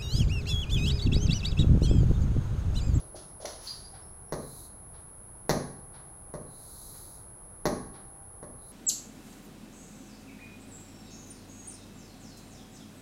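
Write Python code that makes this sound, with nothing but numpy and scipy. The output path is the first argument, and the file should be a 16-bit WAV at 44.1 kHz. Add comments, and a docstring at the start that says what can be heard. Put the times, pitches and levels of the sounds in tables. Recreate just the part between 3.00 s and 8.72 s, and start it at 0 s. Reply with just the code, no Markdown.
"""Stylus on a glass touchscreen

In a quiet, bare room a stylus knocks on a large screen: each impact thumps the panel, excites its
modes and clicks the hard tip. Gliding, the tip hisses and sings by stick-slip friction. Shoes knock,
scuff and squeak as the writer steps aside. The display's power supply whines near 10 kHz, and a far
clock ticks once a second."""
import sys
import numpy as np
from scipy import signal
from scipy.fft import rfft, irfft
from scipy.io import wavfile

SR = 44100
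rng = np.random.default_rng(int(sys.argv[2]) if len(sys.argv) > 2 else 0)


def transcribe(u):
    """Save the signal u as a 16-bit wav file named by the first command-line argument.

    u: samples, shape (n,) or (channels, n), limited to [-1, 1]; the rate is SR.
    q: integer samples, one column per channel.
    """
    v = np.clip(np.atleast_2d(u).T, -1, 1)
    q = np.round(v * 32767).astype(np.int16)
    wavfile.write(sys.argv[1], SR, q)


N = 252252


# Spectra of the panel's thump and the tip's click. Each row: frequency in Hz, relative level in dB.
THUMP_SPECTRUM = [(30, -4.5), (100, 3.5), (145, 2.5), (300, 4.5), (500, 7), (800, 1), (1100, 0.5),
                  (1350, -12), (1600, -4.5), (2000, -7.5), (2700, -24.5), (4000, -18), (9000, -14)]
TIP_SPECTRUM = [(500, -31), (2000, -6.5), (3000, -12.5), (4100, 6.5), (5000, 0.5), (6200, 7), (7300, -4),
                (8500, -13.5), (10500, 2), (13000, -14), (16000, -7.5)]
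# Each row: mode frequency in Hz, relative level in dB, time to decay by 60 dB in seconds.
PANEL_MODES = [(138.5, 3.5, 0.75), (160.6, 1.5, .55), (189.7, 1.5, 0.72), (247.2, 5.5, 0.54),
               (293, -21, 0.9), (370, 1, 0.24), (433.5, 2.5, 0.49), (484, 6.5, 0.37), (538, 0.5, 0.3),
               (590.6, 11.5, 0.25), (625, 4, 0.33), (730, -19, 1.4), (792, -19, 4.9), (815, 2.5, 0.41),
               (944, -29, .28), (1010, -32, .38), (1100, -10, 0.97), (1130, -9, 1.1), (1217, 1, 0.32),
               (1557, -1, 0.22), (1557, -23, 0.28), (1710, -5, 0.25)]
# Each row: start in seconds, knock gain in dB, click gain in dB, low-pass corner in Hz, place on the
# panel from 0 to 1, notch frequency in Hz, crest frequency in Hz, lift of the crest in dB.
STYLUS_TAPS = [(1.3233, -10.5, -25, 1300, 0.29, 780, 550, 1), (2.4939, -3, -11, 2150, .1, 1150, 690, 1.5),
               (3.3388, -17, -38.5, 1090, 0.23, 810, 124, 5),
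               (4.6549, -5, -15.5, 1890, 0.59, 530, 318, 4.5),
               (5.4283, -22.5, -45.5, 1140, 0.46, 795, 567, 1)]

def stylus_taps():
    """Impact excitation: each blow pushes the glass, rings its damped modes and clicks the tip."""
    thumps, rings, clicks = np.zeros((3, N))
    t = np.arange(SR) / SR
    thump = -dispersed(click(THUMP_SPECTRUM), spread_s=0.00062)
    # the hard tip clicks, then buzzes in its barrel for a few milliseconds
    buzz = resonant_noise(13500, width_hz=2600)[:SR] * t * np.exp(-t / 0.0015)
    tip = amp(-8.5) * buzz / np.linalg.norm(buzz)
    add(tip, 0, dispersed(click(TIP_SPECTRUM), spread_s=0.0035))
    for start, knock_db, click_db, corner_hz, place, notch_hz, crest_hz, crest_db in STYLUS_TAPS:
        ring = np.zeros(SR)
        for k, (hz, db, t60) in enumerate(PANEL_MODES):
            # a mode's strength depends on where the panel is struck
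            coupling = (-1) ** k * (1 + 0.5 * np.cos(np.pi * (k + 1) * place))
            ring += coupling * amp(db - 60 * t / t60) * np.sin(2 * np.pi * hz * t)
        ring *= 1 - np.exp(-t / 0.0098)
        for mix, sound in ((thumps, thump), (rings, ring)):
            sound = lowpass(sound, corner_hz)  # a softer touch lasts longer and is duller
            sound = peak_filter(sound, notch_hz, db=-8.5, q=7.1)
            sound = peak_filter(sound, crest_hz, crest_db, q=4.1)
            add(mix, start, amp(knock_db) * sound)
        add(clicks, start, amp(click_db) * tip)
    thumps = room(thumps, direct_db=7, tail_db=7.5, build_s=0.003, echo_db=0)
    clicks = room(clicks, direct_db=2, tail_db=5, build_s=0.00081, echo_db=6)
    return thumps + amp(-34) * rings + clicks


def dispersed(x, spread_s):
    """Dispersion: high bending waves outrun low ones in glass, so a click spreads in time."""
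    hz = np.fft.rfftfreq(2 * len(x), 1 / SR)
    group_delay = spread_s * (np.sqrt(1000 / (hz + 100)) - np.sqrt(2000 / SR))
    phase = 2 * np.pi * np.cumsum(group_delay) * hz[1]
    return irfft(rfft(x, 2 * len(x)) * np.exp(-1j * phase))


# The tip rubbing on glass. Each row: frequency in Hz, relative level in dB.
RUB_SPECTRUM = [(500, -42), (2800, -30), (4000, 0), (4700, -2), (5600, -8.5), (6400, -1.5), (8000, -4.5),
                (8900, -8), (11000, 7.5), (12000, 5), (12700, -10), (15500, -2.5)]
# Each row: start, time speeding up and time slowing down in seconds, hiss gain and ring gain in dB.
STYLUS_STROKES = [(1.325, .31, 0.06, -51.5, -60), (3.45, 0.44, 0.38, -50, -60.5),
                  (5.57, 0.33, .3, -54.5, -62.5)]

def stylus_strokes():
    """Sliding friction: the tip hisses with its speed and sings near 4 kHz as it sticks and slips."""
    t, out = np.arange(N) / SR, np.zeros(N)
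    rest_hz, rise_hz, fade_db_per_s = 3995, 129, 21
    hiss = noise(RUB_SPECTRUM)
    grip = unit_rms(lowpass(rng.standard_normal(N), 24.8))  # uneven grip sways levels and pitch
    for start, speed_up, slow_down, hiss_db, ring_db in STYLUS_STROKES:
        ramp = np.interp(t - start, [0, speed_up, speed_up + slow_down], [0, 1, 0])
        speed = np.sin(np.pi / 2 * ramp)
        ring_hz = (rest_hz + rise_hz * speed) * (1 + 0.028 * grip)
        ring = resonant_noise(ring_hz, width_hz=370)
        fade_db = fade_db_per_s * np.maximum(t - start, 0)  # the tip sticks less as the stroke goes on
        out += speed * amp(hiss_db - 0.5 * grip) * hiss
        out += speed ** 0.68 * amp(ring_db + grip - fade_db) * ring
    return room(out, direct_db=-1, tail_db=-8, build_s=0.007, echo_db=-14)


# Each row: start, rise time and decay time in seconds, gain in dB, resonance in Hz.
SOLE_KNOCKS = [(0, 0.0023, 0.034, -50.5, 495), (0.145, .003, 0.019, -40.5, 520),
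               (0.395, 0.019, 0.093, -47.5, 571.7), (.447, 0.0024, 0.0092, -32, 608.4)]
# A scraping sole. Each row: frequency in Hz, relative level in dB.
SCRAPE_SPECTRUM = [(200, -52), (1000, -5), (1700, -9), (2500, -16), (3500, -8), (4600, -4), (6200, -4),
                   (7400, -12), (8600, -24), (10500, -7), (12500, -15.5), (16000, -10.5)]
# Each row: start, rise time and decay time in seconds, gain in dB, low-pass corner in Hz.
SOLE_SCRAPES = [(0, 0.0016, 0.019, -55.5, 8000), (0.149, 0.016, 0.039, -49.5, 8900),
                (0.395, 0.029, .049, -51, 9000), (0.4542, 0.0012, 0.0052, -30.5, 8700),
                (.464, .021, 0.047, -48, 14000), (.59, 0.072, 0.1, -48, 15000)]
# Each row: start, rise time and decay time in seconds, pitch and bandwidth in Hz, gain in dB.
SOLE_SQUEAKS = [(.668, 0.0076, 0.02, 4480, 666, -38), (.675, 0.034, 0.016, 4804, 140, -38),
                (.82, 0.025, .02, 4820, 138, -55.5), (0.924, .012, 0.0089, 761, 50, -47),
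                (1.01, 0.019, 0.021, 5390, 220, -65.5), (1.24, 0.073, 0.034, 5500, 138.5, -70)]

def shoes():
    """Impact and friction: a sole lands with a hollow knock, scrapes, and squeaks as it turns."""
    t, out = np.arange(N) / SR, np.zeros(N)
    scrape = noise(SCRAPE_SPECTRUM)

    def pressure(start, rise, decay):
        """Contact pressure builds linearly, then relaxes exponentially."""
        return np.clip((t - start) / rise, 0, 1) * np.exp(-np.maximum(t - start - rise, 0) / decay)

    for start, rise, decay, db, hz in SOLE_KNOCKS:
        out += pressure(start, rise, decay) * amp(db) * resonant_noise(hz, width_hz=280)
    for start, rise, decay, db, corner_hz in SOLE_SCRAPES:
        out += pressure(start, rise, decay) * amp(db) * lowpass(scrape, corner_hz)
    for start, rise, decay, hz, width_hz, db in SOLE_SQUEAKS:
        out += pressure(start, rise, decay) * amp(db) * resonant_noise(hz, width_hz)
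    return room(out, direct_db=0, tail_db=-4, build_s=0.0085, echo_db=-15.5)


# The switching tone and its sidebands. Each row: frequency in Hz, rms level in dB.
WHINE_LINES = [(9309, -72.7), (9410, -74.2), (9508, -76.7), (9609, -69.0), (9710, -69.1), (9809, -73.3),
               (9843, -71.2), (9943, -65.7), (10043, -71.6), (10143, -65.1), (10243, -58.7), (10442, -61.2),
               (10543, -65.6), (10643, -54.7), (10743, -61.4), (10843, -65.4), (10943, -74.6)]
# The hiss around them. Each row: frequency in Hz, relative level in dB.
HISS_SPECTRUM = [(7000, -45), (8800, 0), (9400, 10), (10700, 12), (11300, -1), (12200, -21), (13000, -0.5),
                 (15500, -3), (16500, -2)]

def power_supply():
    """Modulation: mains ripple splits a switching tone into lines about 100 Hz apart."""
    t = np.arange(N) / SR
    drift_hz = unit_rms(sum(np.sin(2 * np.pi * (hz * t + rng.random())) / np.sqrt(hz)
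                            for hz in np.geomspace(0.3, 4, 20)))
    sink_hz = np.linspace(2.5, -2.5, N)
    drift_cycles = np.cumsum(drift_hz + sink_hz) / SR  # all lines wander and sink together
    lines = sum(np.sqrt(2) * amp(db) * np.sin(2 * np.pi * (hz * t + drift_cycles + rng.random()))
                for hz, db in WHINE_LINES)
    return lines + amp(-67.5) * noise(HISS_SPECTRUM)


# One beat of the clock. Each row: frequency in Hz, relative level in dB.
TICK_SPECTRUM = [(200, -5), (550, 11.5), (770, 11), (1000, 12.5), (1700, 8), (2700, -3), (4000, 3),
                 (5800, -5.5), (7500, -22), (10000, -29)]

def far_clock():
    """Beyond the critical distance: ticks and softer tocks arrive mostly as reverberation."""
    first_s, period_s, tick_db, tock_db = 0.931, 1, -32.5, -36.5
    out, beat = np.zeros(N), click(TICK_SPECTRUM)
    for k, start in enumerate(np.arange(first_s, N / SR, period_s)):
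        add(out, start, amp(tock_db if k % 2 else tick_db) * beat)
    return room(out, direct_db=-12, tail_db=8, build_s=0.013, echo_db=0)


# Each row: frequency in Hz, relative level in dB.
AIR_SPECTRUM = [(12, -27), (20, -2), (43, -3), (134, -6.5), (168, -12.5), (200, -9.5), (227, -20.5),
                (332, -15.5), (566, -19.5), (786, -18.5), (1480, -26.5), (1640, -31.5), (2280, -37.5),
                (2790, -44.5), (6800, -44.5), (8500, -56.5), (11000, -113)]

def room_air():
    """Ambient noise: the room's air makes a low, steady rush."""
    return amp(-51.5) * noise(AIR_SPECTRUM)


# Each row: frequency in Hz, time to decay by 60 dB in seconds.
REVERB_TIMES = [(100, 0.74), (250, 0.74), (600, 0.48), (1500, 0.56), (3000, 0.47), (5000, 0.51),
                (6500, 0.44), (9000, 0.38), (15000, 0.15)]
# Echoes from near surfaces. Each row: delay in seconds, relative amplitude.
EARLY_REFLECTIONS = [(.0043, .55), (.0064, .5), (.0132, .6), (.0186, .3), (.0208, .25)]

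def room(x, direct_db, tail_db, build_s, echo_db):
    """Reverberation: direct sound, duller early reflections and a diffuse tail dying band by band."""
    hz, t, bands = signal.stft(rng.choice([-1., 1.], SR), SR, nperseg=256)
    decay = amp(-60 * t / curve_at(REVERB_TIMES, hz)[:, None])
    tail = signal.istft(bands * decay, SR, nperseg=256)[1][:SR]
    tail *= 1 - np.exp(-(np.arange(SR) / SR / build_s) ** 2)
    response = amp(tail_db) * tail / np.linalg.norm(tail)
    response[0] += amp(direct_db)
    bounce = lowpass(signal.unit_impulse(SR // 100), 6300)
    for delay, gain in EARLY_REFLECTIONS:
        add(response, delay, gain * amp(direct_db + echo_db) * bounce)
    return signal.fftconvolve(x, response)[:N]


def click(spectrum, size=4096):
    """Minimum phase: the sharpest causal pulse with the given spectrum, of energy 1."""
    log_gain = np.log(amp(curve_at(spectrum, abs(np.fft.fftfreq(size, 1 / SR)))))
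    response = np.exp(np.conj(signal.hilbert(log_gain)))
    pulse = np.fft.ifft(response).real[:size // 2]
    return pulse / np.linalg.norm(pulse)


def noise(spectrum):
    """Spectral shaping: white noise takes on the given spectrum, at rms 1."""
    gain = amp(curve_at(spectrum, np.fft.rfftfreq(N, 1 / SR)))
    return unit_rms(irfft(rfft(rng.standard_normal(N)) * gain, N))


def resonant_noise(hz, width_hz):
    """Random excitation of one resonance: a band of noise whose centre may move."""
    envelope = lowpass(rng.standard_normal(N) + 1j * rng.standard_normal(N), width_hz / 2)
    carrier = np.exp(2j * np.pi * np.cumsum(hz * np.ones(N)) / SR)
    return unit_rms((envelope * carrier).real)


def peak_filter(x, hz, db, q):
    """A resonance, added or subtracted, lifts or cuts the band around hz."""
    return x + (amp(db) - 1) * signal.lfilter(*signal.iirpeak(hz, q, fs=SR), x)


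def lowpass(x, hz):
    """Causal second-order low-pass."""
    return signal.sosfilt(signal.butter(2, min(hz, SR / 3), fs=SR, output="sos"), x)


def curve_at(points, hz):
    """Interpolation on a log-frequency axis."""
    point_hz, values = np.transpose(points)
    return np.interp(np.log(hz + 1), np.log(point_hz + 1), values)


def add(mix, start_s, sound):
    """Superposition of a delayed sound on the mix."""
    part = mix[max(round(start_s * SR), 0):][:len(sound)]
    part += sound[:len(part)]


def amp(db):
    """Decibels to amplitude ratio."""
    return 10 ** (np.asarray(db) / 20)


def unit_rms(x):
    """Normalisation to rms 1."""
    return x / np.sqrt(np.mean(x ** 2) + 1e-20)


def scene():
    """Superposition: the pressures of all sources add in one channel."""
    return (stylus_taps() + stylus_strokes() + shoes() + far_clock() + power_supply() + room_air())[None]


def record(dry):
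    """Band limiting: a steep linear-phase low-pass removes the highest treble."""
    edge_hz = 15900
    kernel = signal.firwin(511, edge_hz, window=("kaiser", 9), fs=SR)
    return signal.oaconvolve(dry, kernel[None], "same")


dry = scene()
out = record(dry)
transcribe(out)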